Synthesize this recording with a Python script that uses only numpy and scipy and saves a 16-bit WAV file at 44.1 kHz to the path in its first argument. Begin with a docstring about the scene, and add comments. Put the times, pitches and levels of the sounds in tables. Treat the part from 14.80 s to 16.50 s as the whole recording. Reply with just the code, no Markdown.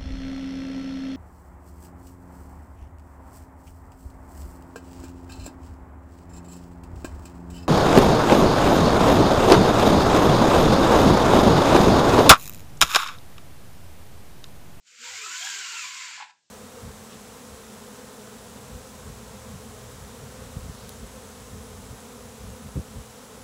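"""A pleated insect screen is pulled across a doorway in a tiled porch, in one stroke.
Over quiet air, the mesh starts to hiss as it unfolds and the runners scrape the metal track.
The frame groans softly as it gets going. The guide cords then sing, rising and falling with the speed,
while the slide shakes the handle bar. Near 1.4 s the bar bumps the jamb, rings and settles."""
import sys
import numpy as np
from scipy import signal
from scipy.fft import rfft, irfft
from scipy.io import wavfile

SR = 44100
rng = np.random.default_rng(int(sys.argv[2]) if len(sys.argv) > 2 else 0)


def wav_record(signal):
    """Record a signal, one row per channel, as 16-bit PCM in the file named by sys.argv[1]."""
    frames = np.transpose(np.atleast_2d(signal))
    bounded = np.clip(frames, -1, 1)
    # unit amplitude maps onto the largest positive 16-bit level
    quanta = np.round(bounded * 32767).astype(np.int16)
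    wavfile.write(sys.argv[1], SR, quanta)


N = 74970
TIME_S = np.arange(N) / SR


def undb(db):
    """Decibels to gain."""
    return 10 ** (np.asarray(db) / 20)


def unit(x):
    """Scale to rms 1."""
    return x / np.sqrt(np.mean(x ** 2))


def curve(table, column):
    """One table column, linearly interpolated in time."""
    rows = np.array(table)
    return np.interp(TIME_S, rows[:, 0], rows[:, column])


def colour(x, spectrum):
    """Shape x by (f/Hz, level/dB) points; rms 1."""
    hz, db = np.array(spectrum).T
    bins_hz = np.maximum(np.fft.rfftfreq(N, 1 / SR), 1)
    gain = undb(np.interp(np.log(bins_hz), np.log(hz), db))
    return unit(irfft(rfft(x) * gain, N))


def resonate(x, hz, width_hz):
    """One resonance; rms 1."""
    return unit(signal.lfilter(*signal.iirpeak(hz, hz / width_hz, fs=SR), x))


def drift(rate_hz):
    """Smooth random motion up to rate_hz; rms 1."""
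    bins_hz = np.fft.rfftfreq(N, 1 / SR)
    return unit(irfft(rfft(rng.standard_normal(N)) / (1 + (bins_hz / rate_hz) ** 4), N))


def decay(age_s, t60_s):
    """Exponential fall, 60 dB in t60_s."""
    return np.exp(-np.log(1000) * age_s / t60_s)


def stick_slip(rate_per_s=20000, spread_db=1.5):
    """Dense tiny friction clicks of uneven size."""
    hits = rng.random(N) < rate_per_s / SR
    clicks = hits * rng.standard_normal(N)
    return clicks * undb(spread_db * np.minimum(rng.exponential(size=N), 4))


FREE_FROM_S, FREE_TO_S, EASE_S = 0.25, 1.473, 0.064
def sliding():
    """Ramped gate: 1 while the screen slides freely, 0 at rest."""
    return np.clip(np.minimum(TIME_S - FREE_FROM_S, FREE_TO_S - TIME_S) / EASE_S, 0, 1)


# Background spectrum: f/Hz, relative level/dB
AIR_SPECTRUM = [(30, -27), (90, -4.5), (200, -0.5), (500, -5), (1000, -5.5), (1700, -7), (3500, 1.5),
                (7300, 1.5), (8500, -4.5), (9400, -68), (15000, -44)]
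def air(level_db=-73):
    """Quiet, steady background noise."""
    return undb(level_db) * colour(rng.standard_normal(N), AIR_SPECTRUM)


# Hiss spectrum: f/Hz, relative level/dB
MESH_SPECTRUM = [(1500, -34.5), (3000, -6), (3800, -5), (4800, -5.5), (5800, -3), (6600, -5), (7500, -1),
                 (8300, -11), (8800, -15.5), (9300, -41), (11000, -87)]
# Runner resonances: f/Hz, width/Hz, relative level/dB
RUNNER_MODES = [(4676, 38, -20), (5220, 190, -48), (6600, 110, -12.5), (7127, 83, -8.5)]
def mesh_hiss(clicks):
    """Friction makes the unfolding mesh hiss and the runners ring; rms 1."""
    ring = sum(undb(db) * resonate(clicks, hz, width_hz) for hz, width_hz, db in RUNNER_MODES)
    return unit(colour(clicks, MESH_SPECTRUM) + ring)


# Scrape spectrum: f/Hz, relative level/dB
TRACK_SPECTRUM = [(25, -58), (45, -43), (90, -23), (140, -25), (205, -23), (300, -23.5), (620, -25),
                  (800, -40), (1150, -9.5), (1400, 1.5), (1650, 1.5), (1850, -2), (2200, 3.5), (2800, 0),
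                  (3600, -5), (5000, -5), (8500, -42), (10000, -75)]
def track_scrape(clicks):
    """The runners catch and slip along the metal track; rms 1."""
    return colour(clicks, TRACK_SPECTRUM)


# Fizz spectrum: f/Hz, relative level/dB
FIZZ_SPECTRUM = [(7000, -41), (9200, -33), (10400, -8.5), (11500, -17), (12300, -6), (13100, -1.5),
                 (14000, -26), (15300, -3.5)]
# Fizz envelope: t/s, level/dB
FIZZ_LEVELS = [(0.03, -100), (0.08, -81), (0.17, -72), (0.25, -58.5), (0.5, -54.5), (0.65, -49.5),
               (0.82, -57), (1.03, -55), (1.12, -58.5), (1.3, -65), (1.38, -79)]
def netting_fizz(clicks):
    """The netting's finest fizz, swelling only at speed."""
    fade = np.clip((FREE_TO_S - TIME_S) / EASE_S, 0, 1)
    return colour(clicks, FIZZ_SPECTRUM) * undb(curve(FIZZ_LEVELS, 1)) * fade


# Friction envelopes: t/s, mesh level/dB, track level/dB
RUB_LEVELS = [(0.03, -78, -84), (0.075, -56.5, -61), (0.175, -53.5, -54.5), (0.24, -42.5, -42.5),
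              (0.36, -40.5, -42.5), (0.5, -39, -42), (0.58, -37.5, -40.5), (0.65, -35.5, -39.5),
              (0.76, -36.5, -39), (0.82, -39, -39.5), (1.04, -38.5, -40), (1.09, -41.5, -42),
              (1.23, -41.5, -41), (1.38, -47.5, -44), (1.43, -55, -44.5), (1.47, -63.5, -58.5),
              (1.51, -64, -58)]
def rubbing(flutter_db=0.24, stop_s=1.52, fade_s=0.0099):
    """All the friction sounds flutter slightly as the pleats open, then fall still."""
    mesh_clicks, track_clicks = stick_slip(), stick_slip()
    mesh = mesh_hiss(mesh_clicks) * undb(curve(RUB_LEVELS, 1))
    track = (track_scrape(track_clicks) + bar_shake(track_clicks)) * undb(curve(RUB_LEVELS, 2))
    moving = np.clip((stop_s - TIME_S) / fade_s, 0, 1)
    return (mesh + track + netting_fizz(mesh_clicks)) * moving * undb(flutter_db * drift(50))


# Groans and squeaks: start t/s, length/s, first f/Hz, last f/Hz, level/dB
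FRAME_GLIDES = [(0.117, 0.045, 520, 493, -73), (0.186, 0.072, 234.5, 258, -65),
                (0.207, 0.16, 484.6, 511, -58), (0.295, 0.1, 88.3, 89, -68), (0.24, .065, 977, 960, -51),
                (0.297, 0.073, 837, 676, -59.5), (0.372, 0.119, 455.5, 412.4, -58.5),
                (0.422, 0.089, 788, 769, -66), (0.467, .09, 338.8, 327, -68), (0.601, 0.088, 723, 788, -51),
                (0.702, 0.12, 350, 430, -66), (0.721, 0.145, 844, 720, -63),
                (0.91, 0.056, 437, 382.8, -66.5), (0.618, 0.126, 1005, 934, -50.5),
                (0.909, .07, 897, 968, -53)]
def frame_groans(roughness=0.0514, flutter_db=2):
    """The frame groans in short, rough glides that swell and fade."""
    out = np.zeros(N)
    for start_s, length_s, first_hz, last_hz, db in FRAME_GLIDES:
        progress = np.clip((TIME_S - start_s) / length_s, 0, 1)
        hz = (first_hz + (last_hz - first_hz) * progress) * (1 + roughness * drift(126))
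        swell = np.sqrt(8 * progress * (1 - progress))
        phase = 2 * np.pi * np.cumsum(hz) / SR
        out += undb(db + flutter_db * drift(70)) * swell * np.sin(phase)
    return out


# Weave passing the guides: t/s, f/Hz, fundamental level/dB, overtone level/dB
CORD_WHIRR = [(0.2, 890, -71, -77), (0.265, 980, -46, -64), (0.33, 1020, -68, -50), (0.4, 1130, -74, -49),
              (0.44, 1286, -41, -43), (0.49, 1335, -42.5, -51), (0.54, 1489, -41.5, -48.5),
              (0.6, 1570, -56, -53), (0.645, 1670, -40.5, -44), (0.72, 1612, -42.5, -42.5),
              (0.79, 1506, -46.5, -54), (0.85, 1460, -44.5, -44.5), (0.97, 1353, -43, -43),
              (1.01, 1285, -45.5, -43), (1.05, 1170, -51, -43), (1.09, 1110, -53, -59),
              (1.17, 1070, -49, -51), (1.25, 1020, -53, -55), (1.32, 896, -57, -55), (1.39, 834, -93, -53)]
# Harmonics 2, 3, 4: relative level/dB
CORD_OVERTONES_DB = [1.5, -9.5, -16]
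def cord_whirr(jitter=0.02714, wander=0.00792, flutter_db=4):
    """The cords' weave runs through the guides: a rough whirr whose pitch follows the speed."""
    hz = curve(CORD_WHIRR, 1) * (1 + jitter * drift(284) + wander * drift(28.9))
    phase = 2 * np.pi * np.cumsum(hz) / SR
    fundamental = undb(curve(CORD_WHIRR, 2) + flutter_db * drift(105)) * np.sin(phase)
    overtones = sum(undb(db + flutter_db * drift(64)) * np.sin(harmonic * phase)
                    for harmonic, db in enumerate(CORD_OVERTONES_DB, start=2))
    return sliding() * (fundamental + overtones * undb(curve(CORD_WHIRR, 3)))


# Shaken bar resonances: f/Hz, width/Hz, relative level/dB
SHAKE_MODES = [(766, 70, -35), (1010, 36, -16.5), (1078, 110, -18)]
def bar_shake(clicks, flutter_db=5):
    """Track friction shakes the handle bar during the free slide."""
    ring = sum(undb(db) * resonate(resonate(clicks, hz, width_hz), hz, width_hz)
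               for hz, width_hz, db in SHAKE_MODES)
    return sliding() * ring * undb(flutter_db * drift(7.2))


# Bar on jamb: t/s, level/dB
JAMB_CONTACTS = [(1.376, -25), (1.39, -40.5), (1.4, -16.5), (1.406, -21), (1.422, -16.5), (1.44, -25),
                 (1.456, -32.5), (1.492, -30.5), (1.504, -36.5)]
# Struck bar modes: f/Hz, relative level/dB, t60/s
BAR_MODES = [(770, -3, 0.034), (824, -3.5, 0.073), (860, 1, 0.062), (987.2, -0.5, 0.14), (1332, -8.5, 0.07),
             (1638, -18, 0.4), (1756, -15, 0.21), (2320, -17, 0.15), (2360, -16, 0.12)]
# Contact spectrum: f/Hz, relative level/dB
CRACK_SPECTRUM = [(100, -45), (610, -40), (740, -4), (1000, 0), (1250, -9), (1750, -4), (2500, -4),
                  (3400, -12), (7000, -22), (9500, -70)]
def jamb_bumps(ring_db=-21, crack_db=-16.5, crack_t60_s=0.042, attack_s=0.005):
    """The tall bar lands bit by bit: each padded contact cracks and rings its modes."""
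    out = np.zeros(N)
    for start_s, contact_db in JAMB_CONTACTS:
        age_s = np.maximum(TIME_S - start_s, 0)
        ring = sum(undb(db) * decay(age_s, t60_s) * np.sin(2 * np.pi * hz * age_s)
                   for hz, db, t60_s in BAR_MODES)
        crack = colour(rng.standard_normal(N), CRACK_SPECTRUM) * decay(age_s, crack_t60_s)
        attack = np.minimum(age_s / attack_s, 1)
        out += undb(contact_db) * attack * (undb(ring_db) * ring + undb(crack_db) * crack)
    return out


def porch(x, t60_s=0.3, wet_db=-10, delay_s=0.0034):
    """Hard walls add a short, dense tail."""
    age_s = TIME_S[:N // 2]
    tail = rng.standard_normal(len(age_s)) * decay(age_s, t60_s) * (age_s > delay_s)
    wet = signal.fftconvolve(x, tail / np.sqrt(np.sum(tail ** 2)))[:N]
    return (x + undb(wet_db) * wet) / np.sqrt(1 + undb(wet_db) ** 2)


def scene():
    """Quiet air, then the slide and its stop in the porch; mono."""
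    return (air() + porch(rubbing() + frame_groans() + cord_whirr() + jamb_bumps()))[None]


CUTOFF_HZ = 15500
def record(dry):
    """A steep low-pass cuts the highest treble."""
    return signal.sosfilt(signal.ellip(14, 0.2, 70, CUTOFF_HZ, fs=SR, output="sos"), dry)


dry = scene()
out = record(dry)
wav_record(out)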